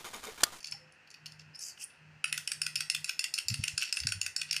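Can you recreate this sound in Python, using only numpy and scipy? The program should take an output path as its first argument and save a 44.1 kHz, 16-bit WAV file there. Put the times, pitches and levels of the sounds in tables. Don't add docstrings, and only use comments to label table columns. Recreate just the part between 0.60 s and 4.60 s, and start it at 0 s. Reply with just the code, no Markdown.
import sys
import numpy as np
from scipy import signal
from scipy.fft import rfft, irfft
from scipy.io import wavfile

SR = 44100
rng = np.random.default_rng(int(sys.argv[2]) if len(sys.argv) > 2 else 0)


def log_audio(samples):
    frames = np.atleast_2d(samples).T
    limited = np.clip(frames, -1, 1)
    pcm = np.round(limited * 32767).astype(np.int16)
    wavfile.write(sys.argv[1], SR, pcm)


N = 176400
TIME = np.arange(N) / SR

# (pitch [Hz], width [Hz], level when kicking [dB], when landing [dB], when wound [dB])
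BODY = [(1501,197,-4.5,-1.5,-30),(2645,206,-3,-13.5,-20.5),(2738,310,-6,-2.5,-11.5),(3138,580,-12,-11.5,-15),(4631,317,-1.5,-12,-4.5),(5072,260,-3,-16,-7.5),(5319,217,1,-11.5,-5.5),
        (6340,547,-7.5,-11,-8),(7036,350,-6.5,-12,-12.5),(8370,370,-9,-7.5,-24.5),(9337,385,-6,-5.5,-15.5),(9840,430,-8,-11,-19),(10650,980,-21.5,-18,-32),(12820,1140,-20,-16,-53)]
ZONES_HZ = [1550, 2700, 5000, 8500]
# (time [s], relative crack level [dB], ring level in each of the four zones [dB])
KICKS = [(1.6411, -15, -29.5, -25, -39, -31), (1.7253, -17, -36, -28, -37, -28),
         (1.8745, -33, -40.5, -34.5, -36, -29), (2.016, -15, -31.5, -34, -30.5, -30),
         (2.1555, -17, -40.5, -28, -32, -29.5), (2.2983, -16, -41.5, -28.5, -30.5, -28),
         (2.4434, -37, -45, -33, -34.5, -28), (2.592, -11, -42, -29.5, -31, -29),
         (2.7384, -8, -46.5, -32, -30.5, -29.5), (2.883, -10, -56, -38, -26.5, -28.5),
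         (3.037, -9, -36, -30, -34.5, -30), (3.1767, -15, -36, -32.5, -28, -30),
         (3.3254, -12, -35.5, -30.5, -33, -31), (3.469, -19.5, -34.5, -37, -28, -28),
         (3.6131, -25, -46.5, -30.5, -30.5, -29.5), (3.7618, -30, -40, -43, -29.5, -30.5),
         (3.91, -21, -52, -34, -26, -32.5)]


def from_db(db):
    return 10 ** (np.asarray(db) / 20)


def rms_one(x):
    return x / np.sqrt(np.mean(x ** 2) + 1e-20)


def unit_click(x):
    return x * np.sqrt(.01 * SR / (np.sum(x ** 2) + 1e-20))


def add(out, start_s, x):
    i = int(np.clip(start_s * SR, 0, N - 1))
    out[i:i + len(x)] += x[:N - i]


def keep_side(x, hz, side, order=2):
    return signal.sosfilt(signal.butter(order, hz, side, fs=SR, output="sos"), x)


def resonate(x, hz, width_hz):
    r = np.exp(-np.pi * 1.5 * width_hz / SR)
    b = (1 - r * r) / 2 * np.array([1, 0, -1])
    a = [1, -2 * r * np.cos(2 * np.pi * hz / SR), r * r]
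    return signal.lfilter(b, a, signal.lfilter(b, a, x + 1e-18))


def colour(x, points):
    hz, db = np.transpose(points)
    freqs = np.maximum(np.arange(N // 2 + 1) * SR / N, 1)
    gain = from_db(np.interp(np.log(freqs), np.log(hz), db))
    return rms_one(irfft(rfft(x) * gain, N))


def grains(per_s, size):
    return (rng.random(size) < per_s / SR) * rng.standard_normal(size)


def contact(chatter_s):
    t = TIME[:1200]
    rise = 1 - np.exp(-(t + 1 / SR) / .00044)
    buzz = np.exp(-(t / chatter_s) ** 2)
    settle = from_db(-7) * np.exp(-t / (1.5 * chatter_s))
    return grains(per_s=6000, size=len(t)) * rise * (buzz + settle)


def clack(note_db, crack_db, chatter_s):
    spread_db, detune = 2.5, .016
    force = contact(chatter_s)
    out = from_db(crack_db - 18.5) * unit_click(keep_side(force, 2380, "high"))
    for (hz, width, *_), db in zip(BODY, note_db):
        ring = resonate(force, hz * rng.normal(1, detune), width)
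        out += from_db(rng.normal(db, spread_db)) * unit_click(ring)
    return out


def shell(ticks, note_db):
    rings = [rms_one(resonate(ticks, hz, width)) for hz, width, *_ in BODY]
    return rms_one(sum(from_db(db) * ring for db, ring in zip(note_db, rings)))


def air():
    # (pitch [Hz], relative level [dB])
    tone = [(18, -57), (30, -10), (102, -3), (612, -6.5), (880, -4), (1200, -7), (1440, 1), (1920, 1.5),
            (2240, -5.5), (2620, 4), (3580, -19), (4530, -12), (9380, -27.5), (11000, -45), (15000, -29)]
    return from_db(-62) * keep_side(colour(rng.standard_normal(N), tone), 56, "high")


def rasps(note_db):
    # (start [s], length [s], level [dB], tilt toward the treble [dB per octave])
    runs = [(0,0.022,-57,7),(.052,0.035,-46.5,4),(0.503,0.017,-54,3),(0.788,0.039,-56.5,-7),(1.281,0.096,-64.5,-15),(2.967,0.098,-52,-2.5),(3.158,0.16,-43,-7),(3.25,.06,-62,2),(3.352,0.052,-44.5,13),(3.87,0.12,-48.5,-12)]
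    out = np.zeros(N)
    octaves = np.log2(np.array(BODY)[:, 0] / ZONES_HZ[2])
    for start, length, db, tilt in runs:
        teeth = grains(per_s=890, size=int(length * SR))
        fade = signal.windows.tukey(len(teeth), .5)
        add(out, start, from_db(db) * shell(teeth, note_db + tilt * octaves) * fade)
    return out


def winding(note_db):
    # (time [s], relative level [dB], tilt toward the treble [dB per octave])
    clicks = [(.006,-47.5,-1),(.017,-58,-3),(.028,-45,2),(0.043,-35,-2),(.081,-43,-5),(.111,-44,15),(0.121,-34.5,-7.5),(0.322,-59.5,12.5),(0.473,-54.5,-10.5),(0.503,-48.5,7),(.541,-45.5,-5),(0.658,-38,-5),(0.663,-38,-2.5),(0.72,-45,-2),(0.794,-50,-3),(.947,-51,-7),(0.956,-58.5,21),(0.991,-42.5,15.5),(1.175,-52.5,-16.5),(1.695,-49,-6),
              (2.777,-30.5,-7),(2.901,-32,-6),(3.214,-28,-4),(3.222,-29,-14),(3.401,-28.5,3),(3.434,-36.5,-10),(3.488,-32,-4),(3.928,-23.5,-1),(3.942,-44,-18)]
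    out = np.zeros(N)
    octaves = np.minimum(np.log2(np.array(BODY)[:, 0] / ZONES_HZ[2]), 1)
    for start, db, tilt in clicks:
        add(out, start, clack(note_db + db + tilt * octaves, db, chatter_s=.0035))
    return out


def reflections():
    split_hz, low_fade_s, high_fade_s = 7000, .3, .27
    tail_delay_s, wall_delay_s, wall_spread_s = .0053, .015, .0018
    t = TIME[:SR // 2]
    noise = rng.standard_normal((3, len(t)))
    low = keep_side(noise[0], split_hz, "low") * from_db(-60 * t / low_fade_s)
    high = keep_side(noise[1], split_hz, "high") * from_db(-60 * t / high_fade_s)
    tail = (low + high) * (t > tail_delay_s)
    tail += from_db(9.5) * resonate(tail, hz=1956, width_hz=212)
    wall = noise[2] * (t > wall_delay_s) * np.exp(-abs(t - wall_delay_s) / wall_spread_s)
    return from_db(-7.5) * tail / np.linalg.norm(tail) + from_db(-15.5) * wall / np.linalg.norm(wall)


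def room(x):
    out, step = np.zeros(N), int(.07 * SR)
    for i in range(0, N, step):
        add(out, i / SR, signal.fftconvolve(x[i:i + step], reflections()))
    return out


def hum():
    # (start [s], end [s], level [dB])
    swells = [(0.097,0.296,-66),(0.61,0.944,-61),(1.41,1.604,-60.5),(1.677,1.844,-60.5),(1.947,2.27,-60.5),(2.355,2.442,-57.5),(3.025,3.193,-61.5),(3.813,4.1,-62.5)]
    # (pitch [Hz], relative level [dB])
    rumble_tone = [(25,-29),(60,-8),(105,9),(150,1),(220,-0.5),(400,-54)]
    hum_hz, fade_s, rest_db = 153.4, .055, -79
    level = np.full(N, from_db(rest_db))
    for start, end, db in swells:
        level += from_db(db) * np.clip(np.minimum(TIME - start, end - TIME) / fade_s + .5, 0, 1)
    tone = np.sqrt(2) * np.sin(2 * np.pi * hum_hz * TIME)
    rumble = from_db(-7.5) * colour(rng.standard_normal(N), rumble_tone)
    return level * (tone + rumble)


def knocks():
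    # (time [s], level [dB], pitch [Hz], time to fall 60 dB [s])
    hits = [(.115,-60,136,0.036),(.122,-61,980,0.044),(0.138,-57.5,138,0.052),(.142,-58,807,0.087),(.19,-57.5,514,0.49)]
    out, t = np.zeros(N), TIME[:SR]
    for start, db, hz, fade_s in hits:
        ring = np.sin(2 * np.pi * hz * t) * from_db(-60 * t / fade_s)
        rise = 1 - np.exp(-20 * t / fade_s)
        add(out, start, from_db(db) * unit_click(ring * rise))
    return out


def squeal():
    # (time [s], pitch [Hz], level [dB])
    path = [(0.936,5160,-63),(.95,5150,-45),(.962,5150,-45.5),(.97,5290,-69),(0.999,5380,-54),(1.03,5200,-46.5),(1.07,4840,-58),(1.11,4700,-51),(1.14,4500,-66)]
    times, hz, db = np.transpose(path)
    width_hz = 300
    grip = keep_side(rng.standard_normal(N) + 1j * rng.standard_normal(N), width_hz / 2, "low")
    phase = 2 * np.pi * np.cumsum(np.interp(TIME, times, hz)) / SR
    note = rms_one(np.real(grip * np.exp(1j * phase)))
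    return note * from_db(np.interp(TIME, times, db, left=-120, right=-120))


def stroke(loudness, tone):
    times, db = np.transpose(loudness)
    spread_db, stutter_hz = 2, 180
    stutter = rms_one(keep_side(rng.standard_normal(N), stutter_hz, "low"))
    slip_size = np.tanh(from_db(spread_db * stutter) / 2)
    slips = np.sign(grains(per_s=2400, size=N)) * slip_size
    return colour(slips, tone) * from_db(np.interp(TIME, times, db, left=-120, right=-120))


def scuff():
    # (time [s], level [dB])
    first_drag = [(.97,-70),(1.003,-60),(1.016,-42),(1.045,-46),(1.065,-45.5),(1.095,-45.5),(1.135,-66),(1.16,-86)]
    second_drag = [(1.16,-79),(1.187,-58.5),(1.215,-41.5),(1.232,-43),(1.25,-56),(1.265,-77),(1.3,-86)]
    # (pitch [Hz], relative level [dB])
    first_tone = [(1470, -39), (2500, -9), (3170, -15), (3340, -31), (4140, -32), (4680, 0), (5290, 0),
                  (5730, -3), (6380, 0.5), (11200, -13), (14000, -19)]
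    second_tone = [(1180, -60), (2000, -28), (2620, 4), (3400, -13), (3680, -55), (4440, -8), (5400, -1),
                   (6780, -6.5), (9470, -5), (12300, -23), (14000, -14)]
    # (time [s], level [dB], pitch [Hz], buzz time [s])
    catches = [(1.025,-44,5550,0.0018),(1.037,-42,6260,0.0022),(1.049,-47,7200,0.0042),(1.216,-58,2600,0.011),(1.236,-40,9400,0.0083),(1.246,-46,9600,0.0012)]
    out = stroke(first_drag, first_tone) + stroke(second_drag, second_tone) + squeal()
    for start, db, hz, chatter_s in catches:
        squeak = resonate(contact(chatter_s), hz, width_hz=700)
        add(out, start, from_db(db) * unit_click(squeak))
    return out


def blows(hits, note_db, chatter_s):
    bounce_db, spread_db, bounce_fade_s = -19.5, 1.5, .038
    out, log_hz = np.zeros(N), np.log(np.array(BODY)[:, 0])
    for start, db, *zone_db in hits:
        levels = note_db + np.interp(log_hz, np.log(ZONES_HZ), zone_db)
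        crack_db = db - 15.5
        add(out, start, clack(levels, crack_db, chatter_s))
        for delay_s in np.cumsum(rng.uniform(.0087, .015, size=4)):
            gain = from_db(rng.normal(bounce_db, spread_db)) * np.exp(-delay_s / bounce_fade_s)
            add(out, start + delay_s, gain * clack(levels, crack_db, chatter_s / 2))
    return out


def kicks(note_db):
    return blows(KICKS, note_db, chatter_s=.0033)


def whirr(note_db):
    wait_s, length_s, teeth_per_s, jitter_s = .025, .03, 520, .00048
    teeth = np.zeros(N)
    for kick_s, *_ in KICKS:
        for tooth_s in np.arange(0, length_s, 1 / teeth_per_s):
            add(teeth, kick_s + wait_s + tooth_s + rng.normal(0, jitter_s), rng.standard_normal(1))
    return from_db(-59.5) * shell(teeth, note_db)


def landings(note_db):
    # (time [s], relative crack level [dB], ring level in each of the four zones [dB])
    hits = [(1.7765, -11, -33.5, -32.5, -21.5, -28.5), (1.9167, -17, -40, -28.5, -18.5, -28),
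            (2.0637, -12, -34.5, -25, -19, -29), (2.2053, -9, -33.5, -30, -18, -31),
            (2.3468, -8, -35, -25, -18.5, -29), (2.4922, -9, -38, -27, -20, -32),
            (2.6401, -7.5, -40.5, -24, -19, -33), (2.7844, -25, -33.5, -25.5, -22, -28.5),
            (2.9404, -12, -38, -28, -21, -32), (3.0782, -21, -39.5, -28.5, -17.5, -29),
            (3.2283, -19, -37.5, -29.5, -28, -31), (3.3692, -20, -35.5, -24, -21.5, -32),
            (3.5199, -20, -33, -27, -17.5, -30), (3.6624, -27, -34, -30.5, -21.5, -30),
            (3.8145, -25, -39, -27.5, -21, -29.5), (3.9634, -10, -35, -24, -20.5, -29.5)]
    return blows(hits, note_db, chatter_s=.0037)


def bumps():
    # (time of the peak [s], level [dB], pitch [Hz], time to fall to half [s])
    thuds = [(2.874,-54,86,0.016),(2.921,-30,112,0.012),(2.959,-47,144,0.042),(2.998,-28.5,113,0.0049),(3.026,-42,108,0.014),(3.141,-43.5,96,0.0067),(3.433,-44.5,72,0.019),(3.457,-33,127,0.0052),(3.498,-44,105,0.024),(3.571,-42,97,0.021),(3.661,-60.5,91,0.054)]
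    low_noise = keep_side(rng.standard_normal(N), 80, "low")
    rumble = from_db(-21) * rms_one(keep_side(low_noise, 40, "high", order=4))
    out = np.zeros(N)
    for peak_s, db, hz, half_s in thuds:
        phase = 2 * np.pi * (hz * (TIME - peak_s) + rng.random())
        overtone = from_db(-14) * np.sin(1.73 * phase)
        swell = 1 / (1 + ((TIME - peak_s) / half_s) ** 4)
        out += from_db(db) * (np.sin(phase) + overtone + rumble) * swell
    return out


def scene():
    kick_db, landing_db, winding_db = np.transpose(BODY)[2:]
    hops = kicks(kick_db - 4.5) + landings(landing_db - 6.5) + whirr(kick_db)
    keys = winding(winding_db - 6.5) + rasps(winding_db)
    toys = keep_side(hops + keys, 1260, "high", order=4)
    feet = scuff()
    hiss = air()
    echoes = room(toys + from_db(-4.5) * feet)
    return (toys + feet + echoes + hiss + hum() + bumps() + knocks())[None]


def record(dry):
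    cutoff_hz = 14300
    return signal.sosfilt(signal.ellip(10, .3, 70, cutoff_hz, fs=SR, output="sos"), dry)


dry = scene()
out = record(dry)
log_audio(out)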